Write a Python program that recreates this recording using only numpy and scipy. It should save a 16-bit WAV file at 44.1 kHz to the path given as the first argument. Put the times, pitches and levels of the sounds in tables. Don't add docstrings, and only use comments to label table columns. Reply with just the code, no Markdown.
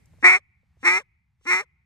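import sys
import numpy as np
from scipy import signal
from scipy.fft import rfft, irfft
from scipy.io import wavfile
from scipy.ndimage import uniform_filter1d, minimum_filter1d

SR = 44100
rng = np.random.default_rng(int(sys.argv[2]) if len(sys.argv) > 2 else 0)


def to_wav(sig):
    pcm = np.clip(np.atleast_2d(sig), -1, 1) * 32767
    pcm = np.round(pcm).astype(np.int16)
    wavfile.write(sys.argv[1], SR, pcm.T)


N = 81585

# freq_hz, relative level_db
AIR_SPECTRUM = [(300, -28.5), (1500, -10), (2400, -4.5), (3200, -2), (3900, -8), (4800, -11.5), (5800, -2),
                (6800, -10), (7800, -9), (9700, -10.5), (10700, -19.5), (11800, -19.5), (13200, -27.5),
                (16000, -31)]
LOUD_DB = -18


def undb(db):
    return 10 ** (np.asarray(db) / 20)


def curve(table, at, axis=1):
    rows = np.array(table, float)
    return np.interp(at, rows[:, 0], rows[:, axis])


def colour(points, hz):
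    rows = np.array(points, float)
    return np.interp(np.log(np.maximum(hz, 1)), np.log(rows[:, 0]), rows[:, 1])


def noise(points):
    gains = undb(colour(points, np.fft.rfftfreq(N, 1 / SR)))
    x = irfft(rfft(rng.standard_normal(N)) * gains, N)
    return x / x.std()


def ringing(db):
    cepstrum = irfft(np.log(undb(db)))
    half = len(cepstrum) // 2
    cepstrum[1:half] *= 2
    cepstrum[half + 1:] = 0
    return np.exp(rfft(cepstrum))


def add(out, start, x):
    out[start:start + len(x)] += x[:len(out) - start]


def background(t):
    # freq_hz, relative level_db
    rumble_spectrum = [(15, -39), (25, -23), (70, 4), (168, -6), (278, -26.5), (309, -34), (584, -43),
                       (761, -29.5), (1440, -33.5), (2140, -28.5), (3100, -40), (4030, -40.5), (14000, -54)]
    # time_s, level_db before the lift below
    rumble_swell = [(0.0, -64), (0.17, -57.5), (0.304, -71.5), (0.546, -71.5), (0.752, -65.5), (0.85, -66),
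                    (1.05, -71), (1.22, -75), (1.38, -72.5), (1.85, -73.5)]
    # freq_hz, relative level_db
    rustle_spectrum = [(200, 2.5), (600, -10), (1500, -34), (4000, -24.5), (8500, -20.5), (14000, -32)]
    rumble_lift_db, rustle_db, rustle_end_s, rustle_fade_s = 3.5, -67.5, .22, .017

    common = noise(rumble_spectrum)
    side = .25 * noise(rumble_spectrum) * np.array([[1], [-1]])
    rumble = (common + side) * undb(curve(rumble_swell, t) + rumble_lift_db)
    rustle = np.array([noise(rustle_spectrum), noise(rustle_spectrum)])
    rustle = rustle * np.clip((rustle_end_s - t) / rustle_fade_s, 0, 1)
    return rumble + undb(rustle_db) * rustle


def marsh(t, x):
    # freq_hz, relative level_db
    marsh_spectrum = [(200, -6.5), (800, -5), (1600, -8.5), (2300, -2.5), (3000, -2), (6000, -17),
                      (14000, -23.5)]
    echo_db, echo_t60_s = -54.52, .8
    far_db, far_delay_s, far_spread_s = -16.52, .27, .04
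    linger_db, linger_t60_s = -71.5, .9
    linger_spectrum = [(600, -19), (1600, -14), (2100, -2.5), (2450, -9), (3000, -22.5), (9000, -37)]

    near_scatter = undb(-60 * t / echo_t60_s)
    far_swell = undb(far_db) * np.exp(-((t - far_delay_s) / far_spread_s) ** 2)
    shape = near_scatter + far_swell
    shape = shape / np.sqrt(np.sum(shape ** 2))
    echo = signal.fftconvolve(x, undb(echo_db) * noise(marsh_spectrum) * shape)[:N]
    linger = undb(linger_db - 60 * t / linger_t60_s) * noise(linger_spectrum)
    return echo + linger


def ticks(t):
    # start_s, centre_hz, level_db before the envelope, decay_s
    knocks = [(0.056, 7040, -54, 0.0027), (0.134, 440.5, -47.5, 0.0032), (.184, 438, -55, 0.0046),
              (0.631, 479.5, -61.5, 0.0037), (0.769, 424.2, -63, 0.0042), (1.410, 476, -60, 0.0035),
              (1.409, 1450, -67, .003)]
    out = np.zeros(N)
    for start, hz, db, decay in knocks:
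        age = np.maximum(t - start, 0)
        envelope = np.minimum(age / 0.003, 1) * np.exp(-age / decay)
        out += undb(db) * envelope * noise([(hz / 4, -25), (hz, 0), (hz * 2, -9), (hz * 8, -45)])
    return out


def slap(hz, age, hand, level_db):
    # freq_hz, relative level_db
    barrel_spectrum = [(100, -50), (230, -12.5), (360, -23.5), (470, -13.5), (600, -30.5), (740, -13.5),
                       (1000, -13.5), (1270, -9.5), (1650, -10), (2150, -2.5), (2420, -4.5), (2700, -17.5),
                       (3100, -38.5), (3900, -29.5), (4900, -36.5), (5750, -22), (6700, -41), (7700, -30.5),
                       (8400, -46.5), (9700, -30.5), (10700, -45), (11800, -43.5), (13200, -61.5),
                       (16000, -66)]
    opening_s, hand_width_hz = 0.052, 59
    hollow_hz, hollow_width_hz = 673, 68
    bore_spacing_hz, bore_db = 643.7, -0.5
    bloom_s, bloom_db, bloom_from_hz = .022, -13, 2700
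    softening = 0.39

    shut_hz, open_hz, hand_db, treble_db, hollow_db = hand
    hand_hz = np.interp(age, [0, opening_s], [shut_hz, open_hz])
    db = colour(barrel_spectrum, hz)
    db = db + hand_db / (1 + ((hz - hand_hz) / hand_width_hz) ** 2)
    db = db + hollow_db * np.exp(-((hz - hollow_hz) / hollow_width_hz) ** 2)
    bore_ripple_db = bore_db * np.cos(2 * np.pi * hz / bore_spacing_hz)
    db = db + (treble_db + bore_ripple_db) * np.clip(hz / 1000 - 2.5, 0, 1)
    db = db + bloom_db * max(1 - age / bloom_s, 0) * np.clip((hz - bloom_from_hz) / 500, 0, 1)
    return db + softening * min(level_db - LOUD_DB, 0) * np.exp(-((hz - 2200) / 500) ** 2)


def quack(controls, beating, hand):
    frame = 1024
    quack_lift_db, fundamental_lift_db = 4, 4
    ring_s, choke_s = .0016, .0006
    attack_s, attack_db = .008, -6.5
    swing_s, swing_db, swing_rad = .00009, 1.1, 0.62
    jitter_s, scatter_db = .00021, 1.5
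    push_swing, push_scatter = 0.062, 0.22
    air_db, air_decay_s, air_growth = -24, 0.0049, 0.87
    air_bloom_s, air_bloom_db = .022, -13
    onset_hiss_db, onset_hiss_s = -36.5, .016

    begin = controls[0][0]
    t = np.arange(begin, controls[-1][0], 1 / SR)
    phase = np.cumsum(curve(controls, t)) / SR
    slaps = np.interp(np.arange(.3, phase[-1]), phase, t)
    hz, age = np.fft.rfftfreq(frame, 1 / SR), np.arange(frame) / SR
    main = (hz > 900) & (hz < 3000)
    low = np.clip((600 - hz) / 160, 0, 1)
    mid = np.interp(hz, [1000, 1500, 2500, 2900], [0, 1, 1, 0])
    choke = np.exp(-np.maximum(age - ring_s, 0) / choke_s)
    out, puffs = np.zeros(N), np.zeros(N)
    chances = rng.standard_normal((len(slaps), 2))
    for k, (at, chance) in enumerate(zip(slaps, chances)):
        pitch = curve(controls, at)
        level_db, base_db = curve(controls, at, axis=2), curve(controls, at, axis=3)
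        split = curve(beating, at) * (-1) ** k
        rough = curve(beating, at, axis=2)
        since = at - begin

        body = ringing(slap(hz, since, hand, level_db))
        ring = mid * rfft(irfft(body) * choke) + (1 - mid) * body
        ring = ring / np.sqrt(2 * np.sum(abs(ring[main]) ** 2) / frame * pitch / SR)
        ring_db = level_db + attack_db * max(1 - since / attack_s, 0) + quack_lift_db
        ring = ring * undb(ring_db + swing_db * split + scatter_db * rough * chance[1])
        shift_s = swing_s * split + jitter_s * rough * chance[0]
        ring = ring * np.exp(-2j * np.pi * hz * shift_s - 1j * swing_rad * split)

        push = body / np.interp(pitch, hz, abs(body)) * SR / pitch / np.sqrt(2)
        push = push * undb(base_db + fundamental_lift_db)
        push = push * (1 + push_swing * split + push_scatter * rough * chance[0])

        start = int(at * SR) - frame // 4
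        delay = np.exp(-2j * np.pi * hz * (at - start / SR))
        add(out, start, irfft((low * push + (1 - low) * ring) * delay))
        puff_db = LOUD_DB + air_growth * (level_db - LOUD_DB)
        puff_db = puff_db + air_bloom_db * max(1 - since / air_bloom_s, 0)
        add(puffs, int(at * SR), undb(puff_db) * np.exp(-age / air_decay_s))
    onset_hiss = undb(onset_hiss_db) * np.exp(-abs(np.arange(N) / SR - begin) / onset_hiss_s)
    return out + undb(air_db) * (puffs + onset_hiss) * noise(AIR_SPECTRUM)


def squeal(t, start, length, start_hz, end_hz, db):
    partials_db = [-9, -4.5, 2, 2.5]
    fade_db, air_db = -9.5, -16.5
    dulling_db = -9.5

    u = np.clip((t - start) / length, 0, 1)
    flutter = 1 + .05 * noise([(200, 5), (600, -53), (2000, -88.5)])
    pitch = (start_hz + (end_hz - start_hz) * u) * flutter
    phase = 2 * np.pi * np.cumsum(pitch) / SR
    tone = np.zeros(N)
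    for k, partial_db in enumerate(partials_db):
        tone += undb(partial_db + dulling_db * k * u) * np.sin((k + 1) * phase)
    envelope = undb(db + fade_db * u) * np.minimum(u * 10, 1) * np.minimum((1 - u) * 2, 1)
    return envelope * (tone + undb(air_db) * noise(AIR_SPECTRUM))


def ports(x):
    # freq_hz, phase_rad
    port_lead = [(0, -1), (520, 1.18), (780, 0.6), (2760, 2.5), (3190, 3), (4220, 6.5), (5000, 8.5),
                 (5600, 8), (6720, 7.5), (8180, 5.5), (9990, 10), (11200, 9.5), (12400, 17.5), (14400, 13)]
    # freq_hz, difference_db
    port_balance = [(60, -3.5), (110, 0.5), (200, 4.5), (370, 1), (680, 9), (1250, 2.5), (2300, 0),
                    (4220, -5), (7750, 3), (14200, -2.5)]
    hz = np.fft.rfftfreq(N, 1 / SR)
    tilt = undb(colour(port_balance, hz) / 2)
    right = np.exp(-1j * curve(port_lead, hz)) / tilt
    return irfft(rfft(x) * np.array([tilt, right]), N)


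def scene():
    # time_s, pitch_hz, slap level_db and fundamental level_db before the lifts
    reed_controls = [
        [(0.226, 235.8, -32, -46), (0.232, 281.2, -28.5, -38.5), (0.24, 340.4, -26, -41),
         (0.244, 371.4, -9.5, -34.5), (0.254, 354.9, -8, -28.5), (0.292, 368.3, -15.5, -42),
         (0.358, 370.2, -20, -47.5), (0.37, 394.5, -29.5, -45), (0.386, 412.7, -52.5, -64)],
        [(0.829, 255.2, -40.5, -46), (0.839, 266, -37.5, -48), (0.847, 336.7, -31, -45),
         (0.853, 353.4, -22.5, -40), (0.877, 347.8, -16, -37), (0.911, 357.2, -21.5, -41.5),
         (0.979, 384, -24.5, -43.5), (1.002, 452, -48.5, -51)],
        [(1.453, 252, -46.5, -51.5), (1.459, 271, -50.5, -53), (1.471, 341, -33, -49.5),
         (1.489, 356.5, -26, -42), (1.521, 361.4, -20, -40.5), (1.589, 374.9, -28.5, -47.5),
         (1.611, 419, -34.5, -44.5), (1.619, 445, -48.5, -59.5)],
    ]
    # time_s, long-short alternation 0-1, roughness 0-1
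    reed_beating = [
        [(.23, 0.2, 0), (.25, 0.51, 0.2), (.275, 0.54, 0.4), (.3, 0.7, 0.9), (.345, .45, 0.5), (.375, 0.4, 0.3)],
        [(.83, 0.05, .15), (.85, 0, .2), (.868, 0.9, 0.2), (.895, 1, 0.7), (.91, 1, 0.2), (.975, 0.88, .13),
         (1.0, 0, 0.3)],
        [(1.455, 0.17, 0.15), (1.497, .1, .12), (1.515, 0.6, .7), (1.545, 0.73, 0.8), (1.562, 1, 0.2),
         (1.595, 0.78, .18), (1.615, 0, 0.41)],
    ]
    # resonance shut_hz, open_hz, resonance_db, treble_db, hollow_db
    cupped_hand = [(1830, 2197, 26, -4, -3), (1878, 2140, 18.5, 1.5, -10.5), (2040, 2080, 19, 2, -19.5)]
    # start_s, length_s, start_hz, end_hz, level_db before the fade and partial levels
    closing_squeals = [(0.374, 0.031, 635, 500, -45), (0.996, 0.037, 654.7, 454, -38.5),
                       (1.616, 0.034, 656, 460, -40)]
    carry_db = [-3, 0, 3.5]

    t = np.arange(N) / SR
    quacks = [quack(*parts) for parts in zip(reed_controls, reed_beating, cupped_hand)]
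    squeals = sum(squeal(t, *row) for row in closing_squeals)
    near = sum(quacks) + squeals + ticks(t)
    far = sum(undb(db) * x for db, x in zip(carry_db, quacks))
    echoes = np.array([marsh(t, far), marsh(t, far)])
    return ports(near) + echoes + background(t)


def record(dry):
    ceiling, top_hz = .92, 14800
    peak = abs(dry).max(axis=0)
    needed = minimum_filter1d(ceiling / np.maximum(peak, ceiling), size=301)
    gain = uniform_filter1d(needed, size=301)
    top_cut = signal.ellip(8, .2, 70, top_hz, fs=SR, output="sos")
    return signal.sosfilt(top_cut, dry * gain)


dry = scene()
out = record(dry)
to_wav(out)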